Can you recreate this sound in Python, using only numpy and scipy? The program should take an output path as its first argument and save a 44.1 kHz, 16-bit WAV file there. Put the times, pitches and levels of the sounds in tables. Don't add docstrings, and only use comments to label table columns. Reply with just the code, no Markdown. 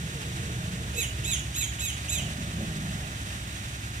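import sys
import numpy as np
from scipy import signal
from scipy.fft import rfft, irfft
from scipy.io import wavfile
from scipy.ndimage import uniform_filter1d

SR = 44100
rng = np.random.default_rng(int(sys.argv[2]) if len(sys.argv) > 2 else 0)


def wrap_up_sound(samples):
    columns = np.atleast_2d(samples).T
    tamed = np.clip(columns, -1, 1)
    steps = np.round(tamed * 32767).astype(np.int16)
    wavfile.write(sys.argv[1], SR, steps)


N = 176400
T = np.arange(N) / SR
FREQS = np.fft.rfftfreq(N, 1 / SR)

# (time of the top [s], rise [s], fall [s], top pitch [Hz], level [dB],
# 2nd harmonic lift [dB], lift at the start [dB], swell into the fall [dB], shrill harmonics lift [dB])
CALLS = [(.986, 0.042, .066, 1312, -0.5, 2, -9, 1.5, 3), (1.285, 0.048, 0.08, 1309, -1, -3.5, 1, 4, 0.5),
         (1.589, 0.047, 0.071, 1343, 1.5, -1.5, -3.5, 1, 1), (1.830, .043, .085, 1302, 2, -2, -3.5, -1, 1),
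         (2.125, 0.041, 0.08, 1307, 2, -5, 1.5, 0.5, -1)]
# (multiple of the pitch [x], level [dB])
LEADING_HARMONICS = [(3, 2), (6, -1.5), (9, -6.5), (12, -9)]
# (multiple of the pitch [x], level [dB])
WEAK_HARMONICS = [(2, -8), (4, -16.5), (5, -7), (7, -23), (8, -11), (10, -16), (11, -27)]
# (frequency [Hz], gain [dB])
CALL_COLOUR = [(1500, -16), (2100, 8), (2380, 4), (2650, 4), (2950, -4), (3450, -4), (3950, -3.5),
               (4400, -10), (5200, -1.5), (6000, -9), (6700, 4.5), (7300, 1), (7900, -7.5), (9300, -0.5),
               (10500, -8), (11800, -4), (13000, -2), (14200, -15), (15500, -11)]
def bird():
    attack_s, release_s = .00303, .032
    jitter, shimmer = .0028 * walk(1100), undb(1.8 * walk(220))
    rasps = {k: rasp(k) for k, _ in LEADING_HARMONICS + WEAK_HARMONICS}
    out = np.zeros(N)
    for top, rise, fall, hz, db, second_db, start_db, swell_db, shrill_db in CALLS:
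        on = (T > top - rise - attack_s / 2) & (T < top + fall + release_s / 2)
        t = T[on] - top
        along = np.where(t < 0, -t / rise, t / fall)
        bend = along ** 2.6
        pitch_drop = np.where(t < 0, .29 * bend, .38 * bend / (bend + .46))
        hoarseness = 1 + 5 * np.clip(2 * t / fall, 0, 1) ** 2
        pitch = hz * (1 - pitch_drop) * (1 + hoarseness * jitter[on])
        phase = 2 * np.pi * np.cumsum(pitch) / SR
        gate = np.clip((t - t[0]) / attack_s, 0, 1) * np.clip((t[-1] - t) / release_s, 0, 1)
        level = undb(db + np.interp(t / rise, [-1, 0, 1], [start_db, 0, swell_db]))
        dull_db = np.where(t < 0, .13, .11) * along ** 2

        def harmonic(k):
            tone = np.imag(rasps[k][on] * np.exp(1j * k * phase))
            return tone * undb(shrill_db * (k >= 9) - dull_db * k ** 2)

        leading = sum(undb(d) * harmonic(k) for k, d in LEADING_HARMONICS)
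        weak = sum(undb(d + second_db * (k == 2)) * harmonic(k) for k, d in WEAK_HARMONICS)
        out[on] += gate * level * shimmer[on] * (leading + weak * undb(-20 * along ** 2))
    return undb(-33) * colour(out, CALL_COLOUR)


def rasp(k):
    depth = .16 + .003 * k ** 2
    flicker = unit(undb(1.8 * walk(60)))
    return flicker * (1 + depth * (walk(1400) + 1j * walk(1400)))


# (left delay [s], right delay [s], left gain [dB], right gain [dB])
NEAR_REFLECTIONS = [(.00043, .00082, -6, -13), (.0031, .00281, -12, -13), (.0055, .00535, -11, -11),
                    (.0091, .0097, -13, -13), (.0158, .0153, -16, -16)]
# (frequency [Hz], gain [dB])
YARD_COLOUR = [(2700, 3), (3400, 0.5), (3800, 0), (4100, -2), (6500, 1), (8000, -1), (10000, -1),
               (12000, -5)]
# (frequency [Hz], lean [dB])
BIRD_LEAN = [(60, -0.5), (110, -0.5), (200, -1.0), (380, -2.0), (700, -1.5), (1290, 1), (2380, -12),
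             (4400, 4.5), (8120, -14.5), (15000, -11)]
def yard(calls):
    t60_s, build_s, fence_delay_s, fence_spread_s = .43, .004, .063, .0045
    tail = rng.standard_normal((2, N)) * undb(-60 * T / t60_s) * (1 - np.exp(-T / build_s))
    slats = rng.standard_normal((2, N)) * bell(T, fence_delay_s, fence_spread_s)
    response = colour(undb(-6) * unit(tail) + undb(-12) * unit(slats), YARD_COLOUR) / np.sqrt(N)
    response[:, 0] += 1
    for left_s, right_s, left_db, right_db in NEAR_REFLECTIONS:
        response[0, round(left_s * SR)] += undb(left_db)
        response[1, round(right_s * SR)] += undb(right_db)
    left, right = signal.fftconvolve(calls[None], response, axes=1)[:, :N]
    return from_right([colour(left, BIRD_LEAN, share=.52), colour(right, BIRD_LEAN, share=-.44)])


# (frequency [Hz], relative density [dB])
ROAD_SPECTRUM = [(15, -26), (30, -14), (48, -4.5), (65, 0.5), (100, -1.5), (160, -4), (250, -7),
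                 (340, -11.5), (450, -27.5), (700, -21), (1300, -39)]
# (time [s], level [dB])
FIRST_PASS = [(0, -39.5), (.25, -40.5), (.42, -35.5), (.62, -34), (.8, -34.5), (1.0, -40), (1.35, -39),
              (1.6, -61), (2.2, -88)]
SECOND_PASS = [(1.9, -67), (2.05, -49.5), (2.2, -41), (2.4, -40.5), (2.5, -38), (2.62, -39.5), (2.75, -40),
               (3.0, -38), (3.25, -43.5), (4, -59)]
# (frequency [Hz], relative density [dB])
FIRST_DRONE = [(50, -21), (90, -1), (130, 2.5), (190, 0.5), (245, -26), (330, -12.5), (400, -19.5),
               (470, -13), (550, -40), (620, -16.5), (850, -36), (1600, -36)]
SECOND_DRONE = [(50, -17), (100, -3), (150, -6.5), (205, -0.5), (275, -19), (420, -17.5), (510, -29),
                (590, -14.5), (720, -19.5), (900, -35), (1600, -29)]
def traffic():
    passes = vehicle(FIRST_PASS, FIRST_DRONE) + vehicle(SECOND_PASS, SECOND_DRONE)
    return passes + undb(-43) * far_noise(ROAD_SPECTRUM)


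def vehicle(levels, drone):
    band_hz, flutter_db = 100, 2.5
    spectrum, out = rfft(far_noise(drone)), 0
    for hz in np.arange(0, 1700, band_hz):
        band = np.maximum(1 - np.abs(FREQS - hz) / band_hz, 0)
        out += irfft(spectrum * band, N) * undb(flutter_db * walk(8.9))
    return unit(out) * undb(curve(levels))


def far_noise(spectrum, unrelated_hz=2200):
    mid, side = rng.standard_normal((2, N))
    side = irfft(rfft(side) * np.minimum(FREQS / unrelated_hz, 1), N)
    return unit(colour(np.array([mid + side, mid - side]), spectrum))


# (time [s], firing rate [Hz], level [dB])
ENGINE_RUN = [(2.1, 143, -52), (2.25, 144.2, -39), (2.4, 147.2, -39.5), (2.47, 167.3, -48),
              (2.56, 168.2, -38), (2.7, 160, -37), (2.82, 150.3, -38.5), (2.97, 143.3, -38.5),
              (3.25, 139, -60)]
# (multiple of the firing rate [x], relative level [dB])
ENGINE_PARTIALS = [(1, 3), (1.5, -26), (2, -12.5), (3, -28), (4, -37)]
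def engine():
    firing_hz = curve(ENGINE_RUN) * (1 + .005 * walk(20))
    phase = 2 * np.pi * np.cumsum(firing_hz) / SR
    note = sum(undb(db + 2 * walk(21.97)) * np.sin(k * phase) for k, db in ENGINE_PARTIALS)
    return unit(note) * undb(curve(ENGINE_RUN, column=2))


# (time [s], half length [s], centre [Hz], width [Hz], level [dB])
DRONE_LIFTS = [(.1, 0.15, 149.6, 14, -39.5), (.6, 0.09, 169, 12, -41.5), (0.154, 0.087, 460, 60, -49.5),
               (0.408, 0.043, 152, 41, -35), (.47, 0.13, 377, 99, -52.5), (0.795, 0.12, 595, 60, -60),
               (0.977, 0.033, 457, 44, -47.5), (2.267, 0.13, 637, 110, -52), (2.398, 0.012, 187.3, 66, -34),
               (2.62, 0.032, 527, 170, -45.5)]
def drone_lifts():
    out = np.zeros(N)
    for at, half_length, hz, width, db in DRONE_LIFTS:
        band = irfft(rfft(rng.standard_normal(N)) * bell(FREQS, hz, width), N)
        out += undb(db) * unit(band) * bell(T, at, half_length)
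    return out


# (frequency [Hz], level [dB])
HUM_TONES = [(55, -49.5), (64.7, -44), (73.8, -43.5), (87.4, -51.5), (103.8, -43), (120, -44.5),
             (142.5, -51), (167, -52.5), (331, -61), (401, -63.5)]
# (time [s], gain [dB])
HUM_DRIFT = [(0, -3.5), (1.1, 1), (1.7, 0.5), (2.6, -1.5), (4, -2)]
def machinery():
    out = np.zeros(N)
    for hz, db in HUM_TONES:
        turns = rng.random() + np.cumsum(hz * (1 + .00292 * walk(3.95))) / SR
        out += np.sqrt(2) * undb(db + 1.5 * walk(2.99)) * np.sin(2 * np.pi * turns)
    return out * undb(curve(HUM_DRIFT))


# (frequency [Hz], relative density [dB])
LEFT_AIR = [(200, -21), (600, -7.5), (1000, -7), (1200, -3), (1500, -1), (1900, -2.5), (2600, -12),
            (3250, -3.5), (3800, -3), (4150, -7.5), (4500, -6), (5000, -9.5), (6100, -11.5), (6700, -13),
            (9300, -12.5), (11200, -25), (13600, -45), (15500, -43)]
RIGHT_AIR = [(200, -26), (650, -3), (1000, -7), (1400, -1), (1780, 1), (1930, 3), (2100, -2.5), (2600, 2.5),
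             (3300, -3), (3850, -3), (4400, -16), (6300, -4.5), (8500, -8.5), (9600, -10), (11000, -16.5),
             (13800, -18.5), (15500, -59)]
# (frequency [Hz], share of the power [0-1])
DIRECTED_SHARE = [(200, 0.59), (1400, 0.84), (2500, 0.21), (5000, 0.48), (15000, 0.65)]
def hiss():
    hz, share = np.array(DIRECTED_SHARE).T
    share = np.interp(FREQS, hz, share)
    directed, diffuse = rfft(rng.standard_normal(N)), rfft(rng.standard_normal((2, N)))
    left, right = irfft(np.sqrt(share) * directed + np.sqrt(1 - share) * diffuse, N)
    left = undb(-41.5) * unit(colour(left, LEFT_AIR))
    right = undb(-38) * unit(colour(right, RIGHT_AIR))
    flicker = undb(walk(60))
    return from_right([left, right]) * flicker


def from_right(pair, lag_samples=16):
    return np.array([np.roll(pair[0], lag_samples), pair[1]])


def undb(db):
    return 10 ** (np.asarray(db) / 20)


def unit(x):
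    return x / np.sqrt(np.mean(x ** 2))


def bell(x, centre, width):
    return np.exp(-.5 * ((x - centre) / width) ** 2)


def curve(rows, column=1):
    rows = np.array(rows)
    return np.interp(T, rows[:, 0], rows[:, column])


def colour(x, points, share=1):
    hz, db = np.array(points).T
    gain_db = share * np.interp(np.log(FREQS + 1), np.log(hz), db)
    return irfft(rfft(x) * undb(gain_db), N)


def walk(rate):
    hold = max(int(SR / rate), 1)
    held = rng.standard_normal(N)[np.arange(N) // hold]
    return unit(uniform_filter1d(uniform_filter1d(held, hold), hold))


def scene():
    near = yard(bird()) + hiss()
    far = engine() + traffic() + drone_lifts() + machinery()
    lean_right = undb([[-.45], [.45]])
    return near + lean_right * from_right(far, lag_samples=9)


def record(dry):
    top_hz = 15600
    return signal.sosfilt(signal.ellip(14, .2, 80, top_hz, fs=SR, output="sos"), dry)


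dry = scene()
out = record(dry)
wrap_up_sound(out)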